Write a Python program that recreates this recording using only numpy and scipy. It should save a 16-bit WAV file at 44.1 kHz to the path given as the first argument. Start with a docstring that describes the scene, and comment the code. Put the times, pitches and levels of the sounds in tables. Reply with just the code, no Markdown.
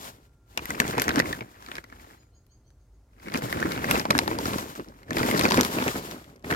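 """Plastic sheet pulled over a compost bin outdoors, in three stretches, close to the left of the microphone.
Slack folds flap and boom, creases buckle in showers of crinkles and sharp snaps, and the film hisses as it slides.
Dry leaves skid on it in the last pull. In the pause a small bird calls faintly over a low outdoor rumble.
Sheet and leaves are noise bursts shaped by spectra and resonances, with hiss under them; the bird and a far
whine are sines; the rumble is shaped noise."""
import sys
import numpy as np
from scipy import signal
from scipy.fft import rfft, irfft, next_fast_len
from scipy.io import wavfile
from scipy.ndimage import uniform_filter1d

SR = 44100
rng = np.random.default_rng(int(sys.argv[2]) if len(sys.argv) > 2 else 0)


def digitize_waveform(pressure):
    """Quantize a signal to 16-bit integers and store it at the path in sys.argv[1].

    Rows of a 2-D input are taken as channels; values are limited to [-1, 1].
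    """
    field = np.atleast_2d(pressure).T
    bounded = np.clip(field, -1, 1)
    quanta = np.round(bounded * 32767).astype(np.int16)
    wavfile.write(sys.argv[1], SR, quanta)


N = 288855
GRAIN = 2048  # samples per burst
PORT_LAG_S = 0.0004045  # right channel behind left, for steady noise

# Spectrum of large folds pushing air. Each row: frequency in Hz, relative level in dB.
FLAP_SPECTRUM = [(35, -19.5), (70, -6), (140, -4), (260, 0), (370, -3), (550, -7.5), (900, -17.5),
                 (2000, -26.5)]
# Spectrum of buckling creases. Each row: frequency in Hz, relative level in dB.
CRINKLE_SPECTRUM = [(250, -27.5), (600, -2.5), (1050, 2.5), (1500, -0.5), (2200, -5.5), (3300, -16.5),
                    (5000, -18), (9000, -37.5), (16000, -32)]
# Spectrum of grit and snap ticks. Each row: frequency in Hz, relative level in dB.
TICK_SPECTRUM = [(1500, 4.5), (3200, -1), (4800, -4), (7300, -6), (9800, -9.5), (12500, -5.5),
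                 (16000, -36.5)]
# Large folds that tumble over during the moves.
# Each row: time in seconds, relative flapping and crinkling levels in dB, pitch of the trapped air in Hz.
FOLDS = [(0.814, -42, -37, 327), (0.985, -26, -33, 280), (1.097, -25, -31, 304), (1.178, -21, -29, 271),
         (1.418, -36, -62, 131.1), (3.28, -37, -49, 207), (3.354, -30, -34, 268), (3.443, -29, -42.5, 129),
         (3.57, -30, -54, 252), (3.656, -25, -42.5, 320), (4.106, -28, -54, 267), (4.161, -26.5, -36, 320),
         (4.322, -31.5, -36.5, 340), (4.541, -32, -39.5, 216), (4.8, -35.5, -61, 328),
         (4.888, -43.5, -76, 253.5), (5.111, -37, -63, 155), (5.191, -32.5, -35.5, 258),
         (5.349, -26.5, -35, 279), (5.45, -20, -26, 218), (5.586, -17.5, -29, 236), (5.777, -27, -34, 300),
         (5.808, -28.5, -31, 208), (5.871, -28.5, -33, 352), (5.962, -37, -45, 267.6),
         (6.131, -45, -49, 350)]


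def undb(db):
    """Decibels to gain."""
    return 10 ** (np.asarray(db) / 20)


def sides(pan_db):
    """Left and right gains for a level difference; positive is left."""
    return undb(np.array([pan_db, -pan_db]) / 2)[..., None]


def moments(count):
    """Random times in seconds, evenly likely."""
    return rng.uniform(0, N / SR, count)


def slip(rate_hz):
    """Random levels, one per 1 / rate_hz, joined by smoothing; spread near 1.9."""
    hold = int(SR / rate_hz)
    steps = np.repeat(rng.standard_normal(N // hold + 1), hold)
    return 2.3 * uniform_filter1d(steps, hold)[:N]


def shape(points, size):
    """Gain per frequency bin from (Hz, dB) points, falling away beyond both ends."""
    hz, db = np.transpose(points)
    log_hz = np.log(np.fft.rfftfreq(size, 1 / SR) + 1)
    below = np.maximum(np.log(hz[0]) - log_hz, 0)
    above = np.maximum(log_hz - np.log(hz[-1]), 0)
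    return undb(np.interp(log_hz, np.log(hz), db) - 20 * (below + above))


def causal(gain):
    """Minimum-phase response with these gains: it rings only after the blow."""
    cepstrum = irfft(np.log(gain + 1e-9))
    half = cepstrum.shape[-1] // 2
    fold_forward = np.r_[1, np.full(half - 1, 2), 1, np.zeros(half - 1)]
    return np.exp(rfft(cepstrum * fold_forward))


def facet(hz, q):
    """One damped band-pass resonance per pitch, as of a facet of the film."""
    s = 1j * np.fft.rfftfreq(GRAIN, 1 / SR) / hz[:, None]
    return s / q / (s * s + s / q + 1)


def ports(pair, lag_s):
    """Two unrelated spectra become left and right: the right is late, and less alike in the treble."""
    alike_hz = 2170
    f = np.linspace(0, SR / 2, pair.shape[-1])
    alike = .3 + .7 / (1 + (f / alike_hz) ** 2)
    right = alike * pair[0] + np.sqrt(1 - alike ** 2) * pair[1]
    return np.array([pair[0], right * np.exp(-2j * np.pi * f * lag_s)])


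def noise(points, lag_s):
    """Stereo noise of rms 1 with a spectrum of (Hz, dB) points."""
    size = 2 * next_fast_len(N // 2 + 1)
    spectra = rfft(rng.standard_normal((2, size))) * shape(points, size)
    x = irfft(ports(spectra, lag_s))[:, :N]
    return x / np.sqrt(np.mean(x ** 2))


def bursts(times, response, decay_s, crack_db, tail_db, tail_s):
    """Buckles of unit energy: a crack, a brief shudder of the film, then scatter from the folds and bin walls."""
    # Where the sheet is worked. Each row: time in seconds, delay of the right channel in seconds.
    bearing = [(.6, 0.00036), (1.1, 0.00044), (3.6, 0.00051), (4.1, 0.00036), (5.4, 0.0004), (5.7, 0.00027)]
    lag_spread_s, crack_decay_s = .00004, .0003
    t = np.arange(GRAIN) / SR
    crack = undb(crack_db) * np.exp(-t / crack_decay_s)
    scatter = undb(tail_db) * np.exp(-t / tail_s)
    fade_out = np.minimum(2 * (1 - t / t[-1]), 1)
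    envelope = (crack + np.exp(-t / decay_s) + scatter) * fade_out
    shudder = rng.standard_normal((2, len(times), GRAIN)) * envelope
    lag_s = np.interp(times, *np.transpose(bearing))[:, None]
    lag_s = lag_s + lag_spread_s * rng.standard_normal((len(times), 1))
    sound = irfft(ports(rfft(shudder) * response, lag_s))
    return sound / np.sqrt(np.sum(sound ** 2, axis=(0, 2), keepdims=True) / 2)


def place(times, sounds):
    """Lay short stereo sounds on the time line."""
    out = np.zeros((2, N + GRAIN))
    for k, start in enumerate(np.clip(times * SR, 0, N).astype(int)):
        out[:, start:start + GRAIN] += sounds[:, k]
    return out[:, :N]


def shower(times, sounds, spread_db):
    """Buckles with exponentially scattered dB levels, at a steady mean power of 1."""
    sizes = undb(spread_db * np.minimum(rng.exponential(size=(len(times), 1)), 4))
    x = place(times, sounds * sizes)
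    power = uniform_filter1d(np.mean(x ** 2, axis=0), size=3000)
    return x / np.sqrt(power + 1e-9)


def outdoors():
    """Low rumble of the open air, nearly the same on both sides in the bass, and a very faint far whine that fades."""
    # Rumble spectrum. Each row: frequency in Hz, relative level in dB.
    air_spectrum = [(15, -43), (30, -24.5), (52, 2.5), (76, -9), (117, -8), (185, -24), (270, -20),
                    (607, -30), (3080, -48), (3520, -48), (6560, -45.5), (7110, -47), (16000, -54)]
    # Far whine. Each row: time in seconds, level in dB.
    whine_levels = [(0.3, -77.5), (2.4, -82), (2.6, -88.5)]
    t = np.arange(N) / SR
    air = noise(air_spectrum, 0)
    whine = np.sin(2 * np.pi * 1389 * t)
    return undb(-57.0) * air + undb(np.interp(t, *np.transpose(whine_levels))) * whine


def bird():
    """A far bird repeats a rising two-voiced slur and an arched whistle, smeared by the garden."""
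    # Each row: start in seconds, slur pitch in Hz, whistle pitch in Hz, relative level in dB.
    notes = [(2.159, 4150, 6900, -66), (2.32, 4230, 6680, -67.5), (2.484, 4280, 6480, -66),
             (2.635, 4340, 6150, -71), (2.769, 4325, 6480, -78.5), (2.906, 4270, 6550, -81)]
    lower_voice = .73  # pitch ratio
    t = np.arange(N) / SR
    song = np.zeros(N)
    waver = 1 + .007 * slip(rate_hz=250)
    for s, slur_hz, whistle_hz, db in notes:
        early = np.clip((t - s - .02) / 0.016, -4, 4)
        late = np.clip((t - s - .04) / 0.014, -4, 4)
        slur = 2 * np.pi * np.cumsum(waver * slur_hz * (1 + 0.047 * early)) / SR
        whistle = 2 * np.pi * np.cumsum(waver * whistle_hz * (1 - 0.023 * late ** 2)) / SR
        slur_voices = np.sin(slur) + 0.68 * np.sin(lower_voice * slur)
        whistle_voices = np.sin(whistle) + 0.47 * np.sin(lower_voice * whistle)
        song += undb(db - 8.5) * np.exp(-early ** 2) * slur_voices
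        song += undb(db) * np.exp(-late ** 2) * whistle_voices
    echoes = rng.standard_normal((2, N)) * np.exp(-t / 0.041)
    echoes /= np.sqrt(np.sum(echoes ** 2, axis=1, keepdims=True))
    smeared = signal.fftconvolve(song[None], echoes, axes=1)[:, :N]
    return undb(-2) * song + undb(4) * smeared


def leaves(count):
    """Dry leaves skid over the film in a dense, thin crackle."""
    # Each row: time in seconds, relative level in dB.
    skid_levels = [(5.098, -66), (5.3, -76), (5.45, -33.5), (5.6, -43), (5.7, -64), (5.85, -54), (6.0, -59),
                   (6.3, -86)]
    # Each row: frequency in Hz, relative level in dB.
    leaf_spectrum = [(2500, -14), (4500, 3), (7000, -9), (9500, -17), (15000, -16)]
    s, db = np.transpose(skid_levels)
    times = moments(count)
    colour = causal(shape(leaf_spectrum, GRAIN))
    scrapes = bursts(times, colour, decay_s=0.0025, crack_db=-13, tail_db=-19, tail_s=.006)
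    crackle = shower(times, scrapes, spread_db=1.5)
    gain = np.interp(np.arange(N) / SR, s, undb(db), left=0, right=0)
    return crackle * gain * sides(5.0)


def swell(start_s, hold_s, attack_s, release_s):
    """Gain that rises to 1, holds and dies away, 20 dB per attack or release time."""
    t = np.arange(N) / SR - start_s
    return undb(20 * (np.minimum(t, 0) / attack_s - np.maximum(t - hold_s, 0) / release_s))


def handling():
    """Gains of flapping, crinkling and sliding: the powers of all moves and tumbling folds add up."""
    # Moves of the sheet. Each row: start of hold, hold, attack and release in seconds (the last two per 20 dB),
    # relative flapping, crinkling and sliding levels in dB.
    moves = [(0.027, 0.06, 0.25, 0.072, -48.5, -76, -50.5), (0.124, 0.068, 0.054, 0.15, -58, -72.5, -70.5),
             (0.502, 0.047, 0.053, .05, -75, -88, -71), (0.647, 0.25, 0.1, .1, -38.5, -50, -54.5),
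             (0.797, 0.49, 0.018, 0.19, -33, -43.5, -52.5), (1.55, .08, 0.073, .1, -72, -62, -65),
             (1.694, 0.074, 0.174, 0.058, -49, -52.5, -61), (1.958, 0.16, 0.32, 0.15, -55, -61, -67),
             (3.234, 0.095, 0.098, .05, -52, -57.5, -65), (3.363, 0.029, 0.079, 0.026, -33.5, -49, -50.5),
             (3.426, 0.16, 0.037, 0.071, -41.5, -52, -53), (3.55, 0.37, 0.16, 0.11, -33, -42, -52),
             (3.914, 0.068, 0.087, 0.076, -26.5, -33.5, -44), (4.14, 0.325, 0.18, 0.074, -32.5, -47.5, -53),
             (4.468, 0.095, 0.066, 0.23, -31.5, -46, -45.5), (4.759, 0.021, 0.01, 0.02, -53, -52, -54),
             (4.893, 0.12, 0.09, 0.16, -56, -65, -77), (5.11, 0.061, 0.039, .05, -32, -50, -59),
             (5.192, .42, 0.072, .12, -26, -38, -44.5), (5.754, 0.21, 0.45, 0.24, -33, -48, -44),
             (6.125, 0.013, 0.092, 0.14, -40, -51.5, -77.5), (6.285, 0.046, 0.074, 0.22, -51, -72, -79),
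             (6.444, 0.044, 0.0066, 0.095, -36, -57, -58.5), (6.506, 0.052, 0.021, .1, -28, -36.5, -52)]
    fold_attack_s, fold_release_s = 0.041, 0.044  # per 20 dB
    power = np.zeros((3, N))
    for start_s, hold_s, attack_s, release_s, *db in moves:
        power += (undb(db)[:, None] * swell(start_s, hold_s, attack_s, release_s)) ** 2
    for s, *db, _ in FOLDS:
        power[:2] += (undb(db)[:, None] * swell(s, 0, fold_attack_s, fold_release_s)) ** 2
    return np.sqrt(power)


def sliding(count):
    """Film rubs on film in small jerks: a hiss with tiny ticks of grit in it."""
    # Each row: frequency in Hz, relative level in dB.
    slide_spectrum = [(300, -6), (1000, 10), (2200, -2.5), (3500, 1), (4800, -2), (7000, -2), (9500, -8),
                      (12300, -2), (16000, -10)]
    times = moments(count)
    colour = causal(shape(TICK_SPECTRUM, GRAIN))
    grit = bursts(times, colour, decay_s=.001, crack_db=-6.5, tail_db=-18, tail_s=.006)
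    hiss = noise(slide_spectrum, PORT_LAG_S)
    rubbing = hiss + undb(-8.5) * shower(times, grit, spread_db=-1.5)
    jerks = undb(1.7 * slip(rate_hz=28))
    return rubbing * jerks * sides(3.4)


def crinkling(count):
    """Small creases give way, each ringing a facet of its own size, over the dull swish of the dragged sheet."""
    times = moments(count)
    hz = 1700 * 2 ** np.clip(0.71 * rng.standard_normal(count), -2, 2)
    colour = causal(shape(CRINKLE_SPECTRUM, GRAIN)) * (0.29 + facet(hz, q=8.2))
    creases = bursts(times, colour, decay_s=.0015, crack_db=-6, tail_db=-16, tail_s=.008)
    swish = undb(-5.5) * noise(CRINKLE_SPECTRUM, PORT_LAG_S)
    return (shower(times, creases, spread_db=4.5) + swish) * sides(.6)


def thud_colour():
    """Air pushed by a large fold, with the hollow of the bin ringing along."""
    bin_hz, bin_q, bin_share = 331, 6.5, 0.13
    return causal(shape(FLAP_SPECTRUM, GRAIN)) * (1 + bin_share * facet(np.array([bin_hz]), bin_q))


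def flapping(count):
    """Large slack folds flip over and push air: soft, low thuds."""
    times = moments(count)
    thuds = bursts(times, thud_colour(), decay_s=0.0028, crack_db=-10, tail_db=-10, tail_s=0.018)
    return shower(times, thuds, spread_db=1.0)


def booming():
    """Each tumbling fold traps a pocket of air, which gives a soft boom at its own pitch."""
    boom_db, lead_s = 28, .008  # level re the fold's flapping; lead on the fold's peak
    s, db, _, hz = np.transpose(FOLDS)
    colour = causal(shape(FLAP_SPECTRUM, GRAIN)) * facet(hz, q=4.2)
    booms = bursts(s, colour, decay_s=0.0061, crack_db=-17, tail_db=-14, tail_s=.018)
    return place(s - lead_s, undb(db + boom_db)[:, None] * booms)


def small_snaps(crinkle, count):
    """Rows for lesser snaps at random moments, stronger where the sheet crinkles more."""
    follow = 0.84  # dB of snap per dB of crinkling: they stand out more as the sheet settles
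    s = moments(count)
    size, pitch, tick, tick_pitch = np.clip(rng.standard_normal((count, 4)), -2, 2).T
    crinkle_db = 20 * np.log10(crinkle[(s * SR).astype(int)] + 1e-9)
    db = follow * crinkle_db + 8.5 + size
    facet_hz = 1900 * 2 ** (.4 * pitch)
    tick_hz = 4800 * 2 ** (.3 * tick_pitch)
    return np.transpose([s, db, facet_hz, -9.5 + 4 * tick, tick_hz])


def snapping(rows):
    """A taut crease snaps through: a thump of the sheet around it, then a bright tick and a ringing facet."""
    thump_db, ring_db, tick_trim_db = 6, 14.0, 26
    give_s = .001  # the crease gives for an instant before it cracks
    s, db, hz, tick_db, tick_hz = np.transpose(rows)
    ring_colour = causal(shape(CRINKLE_SPECTRUM, GRAIN)) * (.22 + facet(hz, q=8))
    tick_colour = causal(shape(TICK_SPECTRUM, GRAIN)) * (.5 + facet(tick_hz, q=4))
    ring = bursts(s, ring_colour, decay_s=.003, crack_db=3, tail_db=-20, tail_s=.014)
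    tick = bursts(s, tick_colour, decay_s=.0011, crack_db=0, tail_db=-17, tail_s=.009)
    thump = bursts(s, thud_colour(), decay_s=0.0058, crack_db=-19.0, tail_db=-18.5, tail_s=0.0091)
    crack = undb(ring_db) * ring * sides(1.3)[:, None]
    crack = crack + undb(tick_db + tick_trim_db)[:, None] * tick * sides(4.5)[:, None]
    size = undb(db)[:, None]
    return place(s, size * undb(thump_db) * thump) + place(s + give_s, size * crack)


def scene():
    """The handling plays the three textures of the sheet; snaps stand out of them."""
    # Creases that snap through. Each row: time in seconds, relative level in dB, facet pitch in Hz,
    # tick level in dB relative to the snap and before the tick trim, tick pitch in Hz.
    large_snaps = [(0.574, -13, 2860, -14.5, 6200), (0.591, -23, 2430, -33, 4200),
                   (0.655, -26, 1940, -10, 11800), (0.704, -15.5, 2020, -18.5, 6700),
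                   (0.746, -24.5, 2450, -33, 5000), (0.8, -5, 1850, -13, 6500),
                   (0.979, -12, 900, -18.5, 4440), (1.018, -24.5, 1690, 3, 13600),
                   (1.08, -10, 1830, -21.5, 6340), (1.181, -15, 1600, -39, 4500),
                   (1.199, -4.5, 2050, -19.5, 4500), (1.329, -15.5, 1770, -42, 4700),
                   (1.407, -22, 2270, -42, 4650), (1.685, -30.5, 1190, -19.5, 4300),
                   (1.715, -27, 3180, -16, 4100), (1.753, -27, 2980, -13.5, 4170),
                   (1.766, -30, 1680, -16, 4300), (1.781, -20.5, 1920, -27, 4300),
                   (1.84, -33, 2030, -20, 4800), (1.899, -41, 2210, -22, 4800),
                   (1.924, -31, 1740, -37, 6700), (2.465, -65, 1100, -2.5, 12000),
                   (2.703, -62, 834, -5, 5530), (3.283, -24, 2180, -26, 4700),
                   (3.355, -17, 2380, -28, 6600), (3.42, -23, 1840, -23, 4600),
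                   (3.526, -14.5, 1960, -22.5, 11700), (3.626, -10, 1810, -50, 4500),
                   (3.719, -31.5, 2210, -2.5, 4200), (3.843, -14.5, 2100, -26.5, 5200),
                   (3.91, -7.5, 2700, -13.5, 13000), (4.052, -11, 960, -35, 4100),
                   (4.104, -7, 2460, -19, 4450), (4.107, -4, 1140, -19, 4350), (4.15, -9, 1640, -38, 4800),
                   (4.188, -9, 880, -9.5, 4260), (4.277, -11, 820, -20.5, 4020),
                   (4.386, -16.5, 876, -16, 4450), (4.455, -16.5, 1390, -16.5, 4500),
                   (4.583, -17.5, 894, -18, 4860), (4.796, -25.5, 1120, -32, 4900),
                   (4.844, -41, 1360, -19, 5720), (4.885, -43, 826, -11.5, 5200),
                   (5.03, -41, 2150, -17, 4350), (5.106, -16.5, 1800, -23.5, 6100),
                   (5.168, -14, 2100, -22, 4800), (5.23, -14, 1950, -23, 4700),
                   (5.311, -13.5, 2020, -17, 11500), (5.393, -13.5, 990, -9, 4470),
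                   (5.508, -13, 930, -14.5, 4600), (5.519, -10.5, 866, -14.5, 4600),
                   (5.542, -9.5, 1030, -18, 4370), (5.572, -12.5, 2480, -29, 7500),
                   (5.609, -20, 2260, 1, 5660), (5.648, -21, 2440, -7.5, 4770),
                   (5.879, -15, 2475, -15, 6350), (6.443, -25.5, 2160, -38, 6400),
                   (6.503, -15.5, 1730, -22.5, 4254), (6.524, -12, 1890, -37, 5300)]
    flap, crinkle, slide = handling()
    sheet = undb(-0.5) * flap * flapping(count=1100)
    sheet += undb(5) * crinkle * crinkling(count=1600)
    sheet += undb(9) * slide * sliding(count=700)
    snaps = snapping(large_snaps) + snapping(small_snaps(crinkle, count=50))
    return outdoors() + bird() + leaves(count=1000) + sheet + booming() + snaps


def record(dry):
    """The recorder rounds the loudest peaks and cuts the top."""
    top_hz = 16000
    low_pass = signal.ellip(10, .2, 70, top_hz, fs=SR, output="sos")
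    return signal.sosfilt(low_pass, np.tanh(dry))


dry = scene()
out = record(dry)
digitize_waveform(out)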